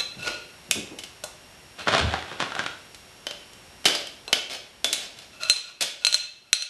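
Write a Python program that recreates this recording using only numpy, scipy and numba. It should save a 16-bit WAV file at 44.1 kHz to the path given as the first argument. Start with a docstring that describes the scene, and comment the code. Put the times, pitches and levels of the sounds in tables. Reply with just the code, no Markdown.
"""In a live kitchen, a steel knife scrapes sticky nuts out of a hand-held glass bowl onto a papered tray.
Random slips of the blade make the bowl's modes sing or rasp in the coating; short chatters make the
clacks, and a steel tick with decaying glass modes makes each clink. Nuts patter as random impacts,
handling bumps and the tray booms softly, over hiss and an appliance's whine. Everything reaches one
microphone, whose gain control ducks after the hardest clinks."""
import sys
import numpy as np
from scipy import signal
from scipy.fft import rfft, irfft, next_fast_len
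from scipy.io import wavfile
from scipy.ndimage import uniform_filter1d, minimum_filter1d, map_coordinates
from numba import njit

SR = 44100
rng = np.random.default_rng(int(sys.argv[2]) if len(sys.argv) > 2 else 0)


def wav_out(sig):
    """Save sig, one row per channel (or a flat mono array), as 16-bit PCM at SR to the path in sys.argv[1]."""
    wavfile.write(sys.argv[1], SR, np.round(np.clip(np.atleast_2d(sig).T, -1, 1) * 32767).astype(np.int16))


N = 295370
T = np.arange(N) / SR  # s since the start
AGE = np.arange(SR // 2) / SR  # s since a blow


def amp(db):
    """Decibels to gain."""
    return 10 ** (np.asarray(db) / 20)


def unit(x):
    """Scale to rms 1."""
    return x / np.sqrt(np.mean(x ** 2) + 1e-20)


def crest(x):
    """Scale so that the loudest two milliseconds have rms 1."""
    power = uniform_filter1d(x ** 2, SR // 500, mode="constant")
    return x / np.sqrt(power.max())


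def along(points, hz):
    """Read (Hz, value) points on a log frequency axis."""
    point_hz, values = np.transpose(points)
    return np.interp(np.log(hz + 1), np.log(point_hz + 1), values)


def fade(t60, t=AGE):
    """Exponential decay, 60 dB down after t60 seconds (at least 1 ms)."""
    return amp(-60 * t / np.maximum(t60, 1e-3))


def add(track, start_s, sound):
    """Mix a sound in at start_s."""
    start = max(round(start_s * SR), 0)
    track[start:start + len(sound)] += sound[:N - start]


def colour(x, gain):
    """Causal minimum-phase filter with the given gain as a function of frequency."""
    size = 2 * next_fast_len(len(x) // 2 + 4096)
    log_gain = np.log(np.maximum(gain(np.fft.rfftfreq(size, 1 / SR)), 1e-6))
    cepstrum = irfft(log_gain)
    # folding the cepstrum onto positive times makes the filter causal
    cepstrum[1:size // 2] *= 2
    cepstrum[size // 2 + 1:] = 0
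    response = np.exp(rfft(cepstrum))
    return irfft(rfft(x, size) * response, size)[:len(x)]


def shaped(x, spectrum, peaks=()):
    """Give x a colour from (Hz, dB) points, lifted or cut at (Hz, width Hz, dB) resonances."""
    def gain(hz):
        lift_db = sum(db / (1 + (2 * (hz - centre) / width) ** 2) for centre, width, db in peaks)
        return amp(along(spectrum, hz) + lift_db)
    return colour(x, gain)


def burst(t60):
    """A dying rattle of tiny contacts: decaying noise, flattened in spectrum, then faded over twice t60."""
    spectrum = rfft(rng.standard_normal(len(AGE)) * fade(t60))
    flat = irfft(spectrum / np.abs(spectrum), len(AGE))
    return flat * fade(t60 * 2)


def grains(rate, spread_db):
    """Random impulses of uneven size and either sign, rate a second on average."""
    hits = rng.random(N) < rate / SR
    signs = rng.choice([-1, 1], N)
    sizes_db = spread_db * np.clip(rng.standard_normal(N), -2, 2)
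    return hits * signs * amp(sizes_db)


def wobble(rate):
    """A smooth random curve, rate knots a second."""
    knots = rng.standard_normal(int(T[-1] * rate) + 4)
    return map_coordinates(knots, [T * rate])


def strokes(rows, attack_s, release_s):
    """Gain per sample: strokes swell up to their start, hold, then die away (both slopes as t60)."""
    total = 0
    for start_s, length_s, level_db in rows:
        swell = fade(attack_s, np.maximum(start_s - T, 0))
        dying = fade(release_s, np.maximum(T - start_s - length_s, 0))
        total = total + amp(level_db) * swell * dying
    return total


# how long the kitchen's reverberation lasts: pitch_hz [Hz], t60_s [s]
KITCHEN_DECAY = [(150, 0.28), (400, 0.64), (1040, 0.48), (2760, 0.57), (7280, 0.44), (12000, 0.29)]


def kitchen(x, wet_db, build_up_s=0.00074):
    """Direct sound plus a diffuse noise tail whose decay time depends on frequency."""
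    hz, t, z = signal.stft(rng.standard_normal(SR * 2 // 3), SR, nperseg=256)
    decay = fade(along(KITCHEN_DECAY, hz)[:, None], t)
    tail = signal.istft(z * decay, SR, nperseg=256)[1]
    tail *= 1 - np.exp(-(np.arange(len(tail)) / SR / build_up_s) ** 2)
    response = amp(wet_db) * tail / np.linalg.norm(tail)
    response[0] = 1  # the direct sound
    return signal.fftconvolve(x, response)


def dead_hit(spectrum, peaks, t60, body_db, edge_db, wet_db):
    """A contact with no free ring: a short chatter, its body and edge weighed against its middle."""
    chatter = shaped(burst(t60), spectrum, peaks)
    bands = []
    for edges_hz in [(100, 1800), (1800, 6500), (6500, 12000)]:
        band = signal.butter(3, edges_hz, "band", fs=SR, output="sos")
        bands.append(crest(signal.sosfilt(band, chatter)))
    body, middle, edge = bands
    return kitchen(amp(body_db) * body + middle + amp(edge_db) * edge, wet_db)


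# colour of the room's hush: pitch_hz [Hz], relative level_db [dB per Hz]
HUSH_COLOUR = [(20, -36), (35, -3.5), (70, 0.5), (160, -2), (340, -5), (700, -5), (1140, -8), (2750, -8.5),
               (4230, -11.5), (6300, -15.5), (12000, -18)]
# tones of an appliance: pitch_hz [Hz], level_db [dB, peak]
WHINE_TONES = [(366, -64), (2783, -61), (5566, -57.5)]


def room_tone(hush_db=-49, waver=0.00158):
    """Steady hiss and rumble with the thin whine of an appliance, slightly unsteady in pitch."""
    hiss = amp(hush_db) * unit(shaped(rng.standard_normal(N), HUSH_COLOUR))
    speed = 1 + waver * wobble(40)
    turns_s = np.cumsum(speed) / SR
    whine = sum(amp(level_db) * np.sin(2 * np.pi * pitch_hz * turns_s) for pitch_hz, level_db in WHINE_TONES)
    return hiss + whine


# modes of the glass bowl: pitch_hz [Hz], relative level_db [dB], free-ring t60_s [s]
BOWL_MODES = [(608, 1, .2), (1439, -0.5, 0.14), (2640, 3, 0.064), (4118, 5.5, 0.18), (4090, -8.5, 0.064),
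              (5850, -2.5, 0.14), (6450, -9, 0.25), (6530, -10.5, 0.15), (7840, -4.5, 0.24),
              (7830, -32, 0.039), (8170, -12, 0.24), (8690, -10, 0.58), (9800, -16, 0.18), (10020, -6, 0.3)]


def bowl_modes(touch_hz, slope_db=8):
    """Columns Hz, gain, t60: a touch excites most the modes near its own pitch, slope_db less per octave."""
    hz, level_db, t60 = np.transpose(BOWL_MODES)[:, :, None]
    octaves_off = np.abs(np.log2(hz / touch_hz))
    return hz, amp(level_db - slope_db * octaves_off), t60


def friction(spectrum, touch_hz, length, grit_db):
    """Slips of the blade set the bowl's modes singing over a gritty hiss."""
    slips = grains(rate=1700, spread_db=5.5)
    hz, gain, t60 = bowl_modes(touch_hz)
    modes = gain / np.sqrt(t60) * fade(t60 * length) * np.sin(2 * np.pi * hz * AGE)
    glass = np.sum(modes, axis=0)
    singing = signal.fftconvolve(slips, glass)[:N]
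    # the travelling blade loads the glass and bends its pitch a little
    bent_time = np.cumsum(1 + 0.00414 * wobble(25))
    singing = unit(map_coordinates(singing, [bent_time], mode="mirror"))
    grit = unit(shaped(slips, spectrum))
    return unit(singing + amp(grit_db) * grit)


# blade edge rubbing bare glass: start_s [s], length_s [s], level_db [dB]
RUB_STROKES = [(0, 0.0065, -32), (.19, 0.063, -41.5), (.228, 0.12, -39), (.274, 0.0051, -27),
               (1.8, 0.022, -41), (2.32, 0.11, -53), (2.915, .025, -57), (5.335, 0.033, -47),
               (5.412, 0.079, -32.5), (5.65, 0.055, -35), (6.015, .04, -35), (6.42, 0.086, -51)]
# blade skidding fast and shrill: start_s [s], length_s [s], level_db [dB]
SKID_STROKES = [(0, .006, -24.5), (5.564, 0.0056, -21.5), (6.07, 0.072, -28), (6.23, 0.027, -34.5)]
# blade ploughing through the sticky coating: start_s [s], length_s [s], level_db [dB]
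PLOUGH_STROKES = [(3.86, 0.0066, -19), (3.9, 0.11, -38), (4.5, 0.044, -31.5), (4.855, .01, -33),
                  (4.94, 0.11, -38), (5.17, 0.072, -46), (5.813, 0.0062, -18), (5.925, .018, -48)]
# colour of a damped clack: pitch_hz [Hz], relative level_db [dB per Hz]
CLACK_COLOUR = [(30, -60), (120, -19.5), (280, -7), (450, -8), (650, -2), (1020, -13), (1450, -5.5),
                (1800, -8.5), (2600, -3), (3200, -1.5), (4100, -3), (5300, -5.5), (7500, -13.5),
                (11000, -18.5)]
# colour of a steel tick: pitch_hz [Hz], relative level_db [dB per Hz]
TICK_COLOUR = [(30, -97), (150, -43.5), (400, -24), (1100, -15), (2000, -10.5), (3200, 1), (4200, 1.5),
               (4800, -7.5), (6000, -5.5), (11000, -17.5)]
# resonances of blade and bowl pressed together: pitch_hz [Hz], width_hz [Hz], lift_db [dB, negative cuts]
PRESSED_PEAKS = [(585, 12, 10), (1530, 83, 2.5), (2200, 37, 7), (3050, 64, 3.5), (3470, 25, 8),
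                 (5140, 170, 2.5), (7060, 90, -16)]


def scraping():
    """The blade sings on bare glass, shrills when it skids and rasps in the coating."""
    singing = friction(CLACK_COLOUR, touch_hz=1890, length=0.68, grit_db=-6)
    rub = strokes(RUB_STROKES, attack_s=0.051, release_s=0.11) * singing
    shrill = friction(TICK_COLOUR, touch_hz=3900, length=0.25, grit_db=-4)
    skid = strokes(SKID_STROKES, attack_s=0.043, release_s=0.066) * shrill
    sticking = unit(shaped(grains(rate=1400, spread_db=4.0), CLACK_COLOUR, PRESSED_PEAKS))
    rasp = strokes(PLOUGH_STROKES, attack_s=0.021, release_s=0.12) * sticking
    return kitchen(rub + skid + rasp, wet_db=-2.5)[:N]


# dull bumps of bowl, hand and tray: start_s [s], level_db [dB, before bump_db], pitch_hz [Hz]
BUMP_HITS = [(0.165, -30.5, 125), (0.264, -28.5, 373), (0.325, -44, 610), (0.688, -33, 149),
             (0.755, -21, 166), (0.912, -28.5, 260), (1.238, -32, 690), (1.999, -19.5, 88.4),
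             (2.044, -22, 80), (2.137, -33, 775), (2.317, -38, 527), (3.856, -19.5, 327),
             (4.278, -27.5, 550), (4.33, -26.5, 337), (4.845, -25, 308)]
# the tray flexing under the load: start_s [s], level_db [dB]
TRAY_FLEXES = [(1.997, -17.5), (2.038, -17.5)]
# modes of the tray: pitch_hz [Hz], relative level_db [dB], t60_s [s]
TRAY_MODES = [(78.5, -3.5, 0.38), (102, -2.5, 0.16), (144, -17, 0.27)]


def thuds(bump_db=-9):
    """Handling bumps are noise bursts humped near a pitch; the flexing tray booms in decaying modes."""
    out = np.zeros(N)
    for start_s, level_db, pitch_hz in BUMP_HITS:
        push = colour(burst(t60=.06), lambda hz: (hz / pitch_hz) ** 3 / (1 + (hz / pitch_hz) ** 5))
        add(out, start_s, amp(level_db + bump_db) * kitchen(crest(push), wet_db=4.5))
    boom = sum(amp(db) * fade(t60) * np.sin(2 * np.pi * hz * AGE) for hz, db, t60 in TRAY_MODES)
    boom = boom * (1 - fade(t60=0.032))  # soft onset
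    for start_s, level_db in TRAY_FLEXES:
        add(out, start_s, amp(level_db) * boom)
    # the microphone's low cut thins the deepest bass of the bumps and boom
    low_cut = signal.butter(6, 62, "high", fs=SR, output="sos")
    return signal.sosfilt(low_cut, out)


# blade landing on the coated glass and staying there: start_s [s], level_db [dB, middle band],
# bright_db [dB], strongest pitch_hz [Hz], chatter_s [s, t60 given to the burst]
CLACK_HITS = [(0.711, -12.5, 5, 2480, 0.018), (0.9871, -30.5, 0, 3000, 0.067),
              (1.036, -32.5, 0.5, 2800, 0.066), (1.2394, -35, 12, 3480, 0.045),
              (2.9459, -38.5, 3.5, 4030, 0.037), (3.2679, -22, -5.5, 3040, 0.019),
              (3.31, -28, -4, 2840, 0.018), (3.5333, -44.5, 5, 3080, 0.023), (3.843, -33, -6, 3080, 0.036),
              (3.8544, -11.5, -2, 3030, 0.088), (3.8835, -16.5, -4, 3340, 0.017),
              (3.9503, -20.5, -2.5, 4900, 0.075), (4.0709, -30.5, 0, 3200, .017),
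              (4.3287, -7.5, -2.5, 3064, 0.026), (4.8441, -10, -0.5, 3520, 0.031),
              (4.9288, -14, 5, 3900, 0.06), (5.188, -36, 1.5, 4100, 0.022), (5.8087, -10.5, 2, 4370, 0.069),
              (5.8226, -10, 4, 3420, 0.076)]


def clacks(body_db=-10.5, edge_db=-6.0, focus_db=10.5, focus_width=0.091):
    """The blade lands and damps the glass; a brighter contact has more edge and less body."""
    out = np.zeros(N)
    for start_s, level_db, bright_db, pitch_hz, chatter_s in CLACK_HITS:
        peaks = [*PRESSED_PEAKS, (pitch_hz, focus_width * pitch_hz, focus_db)]
        hit = dead_hit(CLACK_COLOUR, peaks, chatter_s, body_db - bright_db, edge_db + bright_db, wet_db=-4.5)
        add(out, start_s, amp(level_db) * hit)
    return out


def bowl_ring(touch_hz, length, linger_db=-17, flutter=0.99):
    """Each mode dies fast in the hand-held glass, then lingers in the room, fluttering."""
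    hz, gain, t60 = bowl_modes(touch_hz)
    knots = rng.standard_normal((len(hz), 24, 2)) @ [1, 1j]
    beating = 1 + flutter * signal.resample(knots, len(AGE), axis=1)
    room_decay = fade(along(KITCHEN_DECAY, hz)) * (1 - fade(t60=0.04))
    echo = amp(linger_db) * np.sqrt(length) * room_decay * beating
    # the echo arrives out of step with the direct ring
    envelope = gain * (fade(t60 * length) + 1j * echo)
    carrier = np.exp(2j * np.pi * (hz * AGE + rng.random(hz.shape)))
    return np.sum(envelope * carrier, axis=0).real


# blade bouncing off the glass and letting it ring: start_s [s], level_db [dB, before ring_db and tick_db],
# most excited touch_hz [Hz], length [share of the free ring's t60]
CLINK_HITS = [(1.238, -23.5, 820, 0.49), (1.794, -28.5, 1460, 1), (4.279, -24.5, 2760, 0.65),
              (5.434, -15, 2320, 0.26), (5.487, -27, 5000, 0.74), (5.4986, 6, 4200, 0.51),
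              (6.049, 6.5, 4550, 0.21), (6.068, 4.5, 4160, 0.36), (6.127, -1, 4060, 0.41),
              (6.1436, 6, 4140, 0.28), (6.5302, 18, 4950, 0.17), (6.623, 3, 3910, 0.27)]


def clinks(ring_db=-7, tick_db=-7):
    """A hard tick of steel together with the ring of the glass."""
    out = np.zeros(N)
    for start_s, level_db, touch_hz, length in CLINK_HITS:
        tick = kitchen(crest(shaped(burst(t60=0.0095), TICK_COLOUR)), wet_db=-5.5)
        ring = crest(bowl_ring(touch_hz, length) * (1 - fade(t60=0.00085)))
        add(out, start_s, amp(level_db + tick_db) * tick)
        add(out, start_s, amp(level_db + ring_db) * ring)
    return out


# loose nuts sliding and tumbling out: start_s [s], length_s [s], level_db [dB]
NUT_SPILLS = [(1.795, 0.025, -36), (1.88, 0.053, -26.5), (1.95, 0.049, -26.5), (2.06, 0.13, -35.5),
              (2.25, 0.11, -44), (2.409, 0.0079, -28.5), (2.45, 0.057, -41.5), (2.59, 0.027, -32)]
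# colour of nuts on paper: pitch_hz [Hz], relative level_db [dB per Hz]
PAPER_COLOUR = [(30, -43), (110, -5.5), (220, -8.5), (420, -7.5), (700, -4.5), (1000, -5.5), (1450, -4.5),
                (2200, -8.5), (3400, -6.5), (4500, -14), (9700, -30.5), (12000, -45)]


def nuts(lumpy_db=3):
    """A lumpy stream of small impacts on the paper, with bigger clumps among them."""
    impacts = grains(rate=450, spread_db=3) * amp(lumpy_db * wobble(60))
    landing = unit(shaped(impacts, PAPER_COLOUR))
    patter = strokes(NUT_SPILLS, attack_s=0.076, release_s=0.11) * landing
    return kitchen(patter, wet_db=-3.0)[:N] + clumps()


# clumps of nuts landing on the paper: start_s [s], level_db [dB, middle band], bright_db [dB],
# strongest pitch_hz [Hz]
CLUMP_DROPS = [(1.8726, -25.5, -7, 1390), (1.8812, -19.5, -2.5, 1458), (1.8874, -21, -1.5, 640),
               (1.938, -19, -3, 746), (1.9484, -16.5, -0.5, 666), (1.9814, -22, 7, 1340),
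               (2.1381, -23.5, -2.5, 750), (2.2244, -33, 3, 1900), (2.3154, -42, -8.5, 536),
               (2.4022, -20, 2.5, 1090), (2.4236, -25, -1.5, 1100), (2.5192, -32, -2, 1370),
               (2.5514, -26.5, 4, 1553), (2.5643, -34, -4.5, 767), (2.5918, -20.5, 2, 1600),
               (2.638, -32, 2, 1060), (2.6622, -24, 2.5, 1450)]


def clumps(crumble_s=0.022, body_db=3, edge_db=-16, focus_db=9, focus_width=0.14):
    """Lumps of nuts hit the paper and crumble: soft ones thud, dry ones tick."""
    out = np.zeros(N)
    for start_s, level_db, bright_db, pitch_hz in CLUMP_DROPS:
        peaks = [(pitch_hz, focus_width * pitch_hz, focus_db)]
        hit = dead_hit(PAPER_COLOUR, peaks, crumble_s, body_db - bright_db, edge_db + bright_db, wet_db=-4.0)
        add(out, start_s, amp(level_db) * hit)
    return out


def scene():
    """Everything reaches one microphone, fed to both channels."""
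    mono = room_tone() + scraping() + thuds() + clacks() + clinks() + nuts()
    return np.array([mono, mono])


@njit
def ducking(excess_db, attack_step, release_step):
    """Gain reduction in dB: grabs quickly on overload, lets go slowly."""
    out = np.zeros(len(excess_db))
    held = 0.0
    for i in range(len(out)):
        held += max(excess_db[i] - held, 0.0) * attack_step
        held -= held * release_step
        out[i] = held
    return out


def record(dry, threshold_db=-3, attack_s=0.00051, release_s=2.8, top_hz=12000):
    """Gain control that sees peaks a moment early, clipping of what slips past it, and the band limit."""
    excess_db = 20 * np.log10(np.abs(dry).max(axis=0) + 1e-9) - threshold_db
    excess_db = -minimum_filter1d(-excess_db, size=15)  # running maximum, centred
    ducked = dry * amp(-ducking(excess_db, 1 / (attack_s * SR), 1 / (release_s * SR)))
    clipped = np.clip(ducked, -.88, .88)
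    low_pass = signal.ellip(12, .1, 100, top_hz, fs=SR, output="sos")
    return signal.sosfiltfilt(low_pass, clipped)


dry = scene()
out = record(dry)
wav_out(out)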